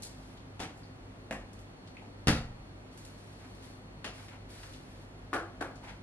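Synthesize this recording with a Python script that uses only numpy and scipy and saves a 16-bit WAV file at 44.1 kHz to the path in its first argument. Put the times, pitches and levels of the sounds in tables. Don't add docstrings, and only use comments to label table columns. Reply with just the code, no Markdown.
import sys
import numpy as np
from scipy import signal
from scipy.fft import rfft, irfft
from scipy.io import wavfile

SR = 44100
rng = np.random.default_rng(int(sys.argv[2]) if len(sys.argv) > 2 else 0)


def wav_record(signal):
    frames = np.transpose(np.atleast_2d(signal))
    bounded = np.clip(frames, -1, 1)
    quanta = np.round(bounded * 32767).astype(np.int16)
    wavfile.write(sys.argv[1], SR, quanta)


N = 265614
TIME = np.arange(N) / SR
HZ = np.fft.rfftfreq(N, 1 / SR)

# f/Hz, t60/s
ROOM_T60 = [(60, 0.67), (250, 0.35), (700, 0.45), (1500, 0.38), (4000, 0.33), (8000, 0.32), (13000, 0.24)]
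# f/Hz, relative level/dB per Hz
RUSTLE_SPECTRUM = [(500, -26), (1200, -5.5), (1750, 1), (2800, -4), (4200, -3), (7000, -10), (10300, -9),
                   (12000, -16.5), (14000, -36)]


def door():
    # t/s, thud level/dB, clatter level/dB
    blows = [(2.2715, -27.5, -33.5), (2.2815, -54, -30.5), (2.2856, -24.5, -39.5), (2.2951, -32, -42.5),
             (2.3142, -34.5, -60), (2.3516, -51, -60), (2.3644, -51, -51.5)]
    # f/Hz, relative level/dB, t60/s
    cabinet_modes = [(28.6, -10.5, 1), (50.7, -1, 0.84), (77.5, 5, 0.18), (124.7, 0.5, 0.37),
                     (155, 9, 0.12), (173, 5, 0.1), (229.5, 6.5, 0.21), (287, 0, 0.21), (297, -5.5, 0.24),
                     (350, -17, 0.53), (412, -5, 0.16), (468, -20, 0.39), (564, -8.5, 0.12)]
    # f/Hz, relative level/dB per Hz
    rack_spectrum = [(310, -18.5), (520, 0.5), (566, -4), (651, -7), (839, -3), (993, -8.5), (1370, -4.5),
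                     (1770, -5.5), (2340, -9.5), (2580, -8.5), (2980, -12), (4540, -13.5), (8430, -25),
                     (9980, -20), (15000, -52)]
    # f/Hz, relative level/dB, t60/s
    rack_modes = [(703, -6, 0.18), (744, -3, 0.23), (1275, 0, 0.16), (1357, 4, .16), (1816, -2.5, 0.13),
                  (1922, -1, 0.15), (2830, -4, .12), (3752, -4.5, 0.18), (4590, -5, .12)]
    rack_ring_db = -7.5

    out = np.zeros((2, N))
    rack_click = contact(rack_spectrum)
    rack_ring = struck(rack_modes, room_db=-3.5)
    for s, thud_db, clatter_db in blows:
        thud = -struck(cabinet_modes, room_db=-5)
        clatter = kitchen(rack_click, direct_db=-2.5, chatter_s=0.0048)
        add(out, s, thud_db, thud)
        add(out, s, clatter_db, clatter)
        add(out, s, clatter_db + rack_ring_db, rack_ring)
    return out


def knocks():
    # t/s, what, edge level/dB,
    # falls flat after/s, landing level/dB, loss per bounce/dB, ring level/dB, straight path re the room/dB
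    landed = [(0.5947, "jar", -45, 0.0063, -40, 8, -53, -7),
              (1.3099, "box", -40.5, .015, -43.5, 16, -41, -1.5),
              (4.0439, "utensil", -43, 0.0063, -47, 10, -60, -5),
              (5.331, "board", -40, .0051, -33.5, 5.5, -34, -3),
              (5.6076, "board", -45.5, 0.0035, -36, 17, -55, -3)]
    # f/Hz, relative level/dB per Hz
    jar_spectrum = [(120, -9.5), (200, -6), (318, -5.5), (400, -10), (670, -13.5), (759, -5), (1010, -17.5),
                    (1320, -13.5), (1520, -17), (2020, -20), (2280, -20), (10200, -35), (14000, -55)]
    box_spectrum = [(88, -40), (150, -7), (241, 2), (309, -5), (451, -9), (515, 0), (611, -6.5), (782, -2),
                    (945, -12), (1060, -8), (1410, -15.5), (1740, -8), (4160, -29.5), (8230, -29.5),
                    (11000, -35), (15000, -60)]
    utensil_spectrum = [(120, -33), (200, -1), (285, -5), (772, -6), (922, -9.5), (1010, -7), (2540, -10.5),
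                        (2880, -9.5), (3820, -17.5), (4570, -16), (7790, -28), (10300, -27), (14000, -54)]
    board_spectrum = [(120, -36), (200, -12), (312, 1), (504, -3), (732, 0), (990, -10), (1080, -5),
                      (1660, -4), (1810, -13.5), (2540, -17), (2680, -23), (2830, -22), (6640, -34),
                      (10300, -32.5), (15000, -60)]
    # f/Hz, relative level/dB, t60/s
    jar_modes = [(320, 1, 0.17), (550, -3, 0.18), (770, 0, .2), (1324, -6, .15), (1990, -6, .15),
                 (3467, -1, .15)]
    box_modes = [(218, 2.5, 0.073), (654, 1, 0.13), (765, -4, 0.18), (1720, 1.5, .04), (1800, 0, .04),
                 (1916, -8, .08), (2150, -11, .09), (2490, -1, .05), (2745, -5.5, .06)]
    utensil_modes = [(840, -2, .15), (994, 0, .15), (2780, -4, .2), (3180, -9, .15), (4450, -7, .15)]
    board_modes = [(332, 2, 0.43), (440, -8, 0.17), (530, -21, .15), (740, -21, 0.087), (1112, 8, 0.26),
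                   (1192, 7.5, 0.18), (1230, 7, 0.21), (1366, 3, 0.35), (1450, 3, 0.41), (1490, -22, .15),
                   (1630, -19, 0.22), (1726, 10, 0.14)]
    things = {
        "jar": (jar_spectrum, jar_modes),
        "box": (box_spectrum, box_modes),
        "utensil": (utensil_spectrum, utensil_modes),
        "board": (board_spectrum, board_modes),
    }

    out = np.zeros((2, N))
    for s, what, edge_db, flat_s, landing_db, loss_db, ring_db, direct_db in landed:
        spectrum, modes = things[what]
        click = contact(spectrum)
        for delay, db in touches(edge_db, flat_s, landing_db, loss_db, bounces=2):
            add(out, s + delay, db, kitchen(click, direct_db, chatter_s=0.0051))
        add(out, s, ring_db, struck(modes, room_db=-7.5))
    return out


def touches(edge_db, flat_s, landing_db, loss_db, bounces):
    first_hop_s, next_hop_share = 0.009, 0.9
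    hop_lengths = first_hop_s * next_hop_share ** np.arange(bounces)
    since_landing = np.append(0, np.cumsum(hop_lengths))
    landings = [(flat_s + hop, landing_db - loss_db * k) for k, hop in enumerate(since_landing)]
    return [(0, edge_db)] + landings


def ticks(top_hz=11500):
    # t/s, level/dB, centre f/Hz, distance from the centre to -6 dB/octaves
    taps = [(.022, -56, 8000, 2), (.028, -56.5, 4420, 0.19), (.033, -52, 8700, 2.2),
            (0.3726, -67, 3260, 0.62), (.631, -50, 1990, 0.57), (.775, -73.5, 9000, 1),
            (0.8316, -67.5, 4500, .13), (1.531, -67, 6500, 4.1), (1.5902, -68, 5000, 3.6),
            (1.873, -65.5, 3600, 0.61), (1.968, -56.5, 2300, 0.28), (2.022, -57, 680, 0.44),
            (2.058, -53.5, 230, 0.32), (2.975, -62, 6500, 8.9), (3.0497, -61, 6500, 8.4),
            (3.184, -72, 4000, 3.4), (4.283, -59.5, 2170, 0.66), (4.632, -55, 1270, 1),
            (4.735, -61.5, 3300, .85), (5.757, -67.5, 4470, .92)]
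    out = np.zeros((2, N))
    hz = np.geomspace(50, SR / 2, 200)
    for s, db, centre_hz, octaves in taps:
        resonance = 1 + (np.log2(hz / centre_hz) / octaves) ** 2
        dulling = 1 + (hz / top_hz) ** 12
        bell_db = -20 * np.log10(resonance * dulling)
        click = contact(np.column_stack([hz, bell_db]))
        add(out, s, db, kitchen(click, direct_db=-3.0, chatter_s=0.0063))
    return out


def rubbing():
    # start t/s, length/s, level/dB
    movements = [(-.05, 0.38, -68), (.7, 0.12, -74.5), (2.9, 0.86, -68.5), (3.61, 0.035, -60.5),
                 (4.12, 0.13, -62), (4.48, 0.19, -60), (4.68, 0.078, -63.5), (4.79, 0.24, -69),
                 (5.8, 0.069, -70.5)]
    # start t/s, length/s, level/dB
    slides = [(3.385, 0.074, -60.5), (4.16, 0.042, -55.5), (4.295, .065, -56.5), (5.822, 0.031, -49.5),
              (5.86, 0.048, -48.5)]
    # f/Hz, relative level/dB per Hz
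    slide_spectrum = [(300, -22), (500, -12.5), (830, 4), (1130, -7), (1350, -5), (1560, -2.5),
                      (1750, -7.5), (2150, -4), (2900, -12.5), (5000, -22), (10000, -30), (14000, -50)]
    rest_db = -75.5

    moving = strokes(movements, attack_s=0.023, release_s=0.037)
    rustle_level = np.hypot(moving, from_db(rest_db))
    slide_level = strokes(slides, attack_s=0.022, release_s=0.0062)
    rustle = friction(rustle_level, RUSTLE_SPECTRUM, grain_db=3.5)
    slide = friction(slide_level, slide_spectrum, grain_db=1.5)
    return rustle + crinkles(rustle_level) + slide


def strokes(rows, attack_s, release_s):
    power = 1e-18
    for s, length, db in rows:
        rise = np.clip((TIME - s) / attack_s, 0, 1)
        fall = np.exp(-np.maximum(TIME - s - length, 0) / release_s)
        power = power + (from_db(db) * rise * fall) ** 2
    return np.sqrt(power)


def friction(level, spectrum, grain_db):
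    sizes = from_db(grain_db * np.minimum(rng.exponential(1, N), 6))
    colour = from_db(at_hz(spectrum, HZ))
    keep = from_db(-120 / (SR * at_hz(ROOM_T60, 6000)))
    lingering = np.sqrt(signal.lfilter([1 - keep], [1, -keep], level ** 2))
    straight = level * tinted(sizes * rng.standard_normal((2, N)), colour)
    reflected = lingering * tinted(rng.standard_normal((2, N)), colour)
    return (straight + reflected) / np.sqrt(2)


def crinkles(level):
    snaps_per_s, greatest_db = 20, -6
    born = rng.random(N) < snaps_per_s / SR
    clicks = born * level * rng.uniform(-0.85, 1, N)
    snap = np.zeros((2, SR))
    add(snap, 0, greatest_db, kitchen(contact(RUSTLE_SPECTRUM), direct_db=-1.0, chatter_s=0.003))
    return signal.fftconvolve(clicks[None], snap, axes=1)[:, :N]


def background(waver_hz=5, flutter_db=2):
    # f/Hz, relative level/dB per Hz
    hiss_spectrum = [(15, -22), (25, -19), (45, -1), (72, -11), (125, -4), (170, -7), (270, -8.5),
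                     (430, -12.5), (700, -14.5), (1500, -24.5), (3400, -33.5), (5000, -41), (11000, -51.5),
                     (13500, -69)]
    # f/Hz, level/dB, distance to half amplitude/Hz
    drone_humps = [(49, -61.5, 10.4), (99.8, -65.5, 9), (148.7, -66, 10), (193.5, -66, 5.3),
                   (260.4, -61.5, 11.4), (363, -70.5, 6.3)]
    # f/Hz, level/dB
    mains_tones = [(50, -60), (100, -55)]
    # t/s, level/dB
    whine_level = [(0, -82), (1.35, -83), (1.6, -80), (2.9, -78.5), (4, -77.5), (4.5, -82), (6, -81)]
    hiss_db, whine_hz = -53, 4350

    hiss = from_db(hiss_db) * tinted(rng.standard_normal((2, N)), from_db(at_hz(hiss_spectrum, HZ)))

    humps = 0
    for hz, db, width in drone_humps:
        humps = humps + from_db(db) * energy_one(1 / (1 + ((HZ - hz) / width) ** 2))
    drone = np.sqrt(np.sum(humps ** 2)) * tinted(rng.standard_normal(N), humps)

    mains = 0
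    for hz, db in mains_tones:
        mains = mains + np.sqrt(2) * from_db(db) * np.sin(2 * np.pi * (hz * TIME + rng.random()))

    waver, flutter = tinted(rng.standard_normal((2, N)), 1 / (1 + (HZ / 20) ** 2))
    phase = 2 * np.pi * np.cumsum(whine_hz + waver_hz * waver) / SR
    tone = np.sqrt(2) * (np.sin(phase) + from_db(-15) * np.sin(2 * phase))
    whine = gain_curve(whine_level) * from_db(flutter_db * flutter) * tone
    return hiss + whine + np.outer([1, 0], drone + mains)


def contact(spectrum, size=4096):
    magnitude = from_db(at_hz(spectrum, np.fft.rfftfreq(size, 1 / SR)))
    cepstrum = irfft(np.log(magnitude))
    cepstrum[1:size // 2] *= 2
    cepstrum[size // 2 + 1:] = 0
    return energy_one(irfft(np.exp(rfft(cepstrum))))


def ringing(modes):
    t = TIME[:SR]
    tones = 0
    for hz, db, t60 in modes:
        decay = np.exp(-np.log(1000) * t / t60)
        tones = tones + from_db(db) * decay * np.sin(2 * np.pi * hz * t)
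    return energy_one(tones)


def struck(modes, room_db):
    tones = ringing(modes)
    smeared = []
    for _ in range(2):
        tail = room_tail(build_s=0.0019)
        smeared.append(energy_one(signal.fftconvolve(tones, tail)[:SR]))
    out = from_db(room_db) * np.array(smeared)
    out[0] += tones
    return out


def kitchen(click, direct_db, chatter_s, uneven_db=2.5):
    size = 32768
    t = TIME[:size]
    knots = np.arange(0, size, SR // 400)
    unevenness = np.interp(np.arange(size), knots, rng.standard_normal(len(knots)))
    clumps = from_db(uneven_db * unevenness * np.exp(-t / 0.072))
    paths = []
    for tail in (room_tail(build_s=0.0018), room_tail(build_s=0.0034)):
        chatter = energy_one(rng.standard_normal(size) * np.exp(-t / chatter_s))
        response = energy_one(tail * clumps) + from_db(direct_db) * chatter
        paths.append(energy_one(signal.fftconvolve(click, response)))
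    return np.array(paths)


def room_tail(build_s, size=32768):
    t, hz = TIME[:size], np.fft.rfftfreq(size, 1 / SR)
    white = rfft(rng.standard_normal(size))
    edges = np.append(0, np.geomspace(130, SR / 2, 12))
    build = 1 - np.exp(-t / build_s)
    out = 0
    for low, high in zip(edges, edges[1:]):
        t60 = at_hz(ROOM_T60, (low + high) / 2)
        fade = build * np.exp(-np.log(1000) * t / t60)
        band = irfft(white * (hz >= low) * (hz < high))
        out = out + np.sqrt(high - low) * energy_one(band * fade)
    return energy_one(out)


def microphone(mid_side, width, left_lead, lean_db):
    mid, side = rfft(mid_side)
    turned = (side + 1j * left_lead * mid) / np.hypot(1, left_lead)
    side = from_db(at_hz(width, HZ)) * turned
    left = (mid + side) * from_db(lean_db / 2)
    right = (mid - side) * from_db(-lean_db / 2)
    return irfft(np.array([left, right]), N)


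def from_db(db):
    return 10 ** (np.asarray(db) / 20)


def rms_one(x):
    return x / np.sqrt(np.mean(x ** 2) + 1e-20)


def energy_one(x):
    return x / np.sqrt(np.sum(x ** 2) + 1e-20)


def at_hz(points, hz):
    f, value = np.transpose(points)
    return np.interp(np.log(np.maximum(hz, 1)), np.log(f), value)


def gain_curve(rows):
    return from_db(np.interp(TIME, *np.transpose(rows)))


def tinted(x, gain):
    return rms_one(irfft(rfft(x) * gain, N))


def add(track, s, db, sound):
    start = int(s * SR)
    part = sound[..., :N - start] * np.sqrt(0.04 * SR)
    track[..., start:start + part.shape[-1]] += from_db(db) * part


def scene():
    # f/Hz, level/dB
    action_width = [(35, -49), (90, -47), (180, -27), (350, -13), (700, -10.5), (1400, -4), (2800, 2.5),
                    (5600, 4.5), (12000, 6)]
    # f/Hz, level/dB
    background_width = [(50, -24), (110, -15), (200, -11), (400, -4.5), (700, -3.5), (1100, 1), (2000, 4.5),
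                        (4000, 5.5), (8000, 8)]
    # f/Hz, level/dB
    lean = [(150, 0), (700, 1), (1500, 1.9), (2600, 0), (4300, 2.9), (6000, 1), (8000, 1.2), (11000, -.4)]
    sources = door() + knocks() + ticks() + rubbing()
    action = microphone(sources, action_width, left_lead=0.39, lean_db=at_hz(lean, HZ))
    return action + microphone(background(), background_width, left_lead=0, lean_db=0)


def record(dry):
    bass_hz, cutoff_hz = 18, 15100
    thinning = signal.butter(1, bass_hz, "high", fs=SR, output="sos")
    top_cut = signal.ellip(10, 0.1, 80, cutoff_hz, fs=SR, output="sos")
    return signal.sosfilt(top_cut, signal.sosfilt(thinning, dry))


dry = scene()
out = record(dry)
wav_record(out)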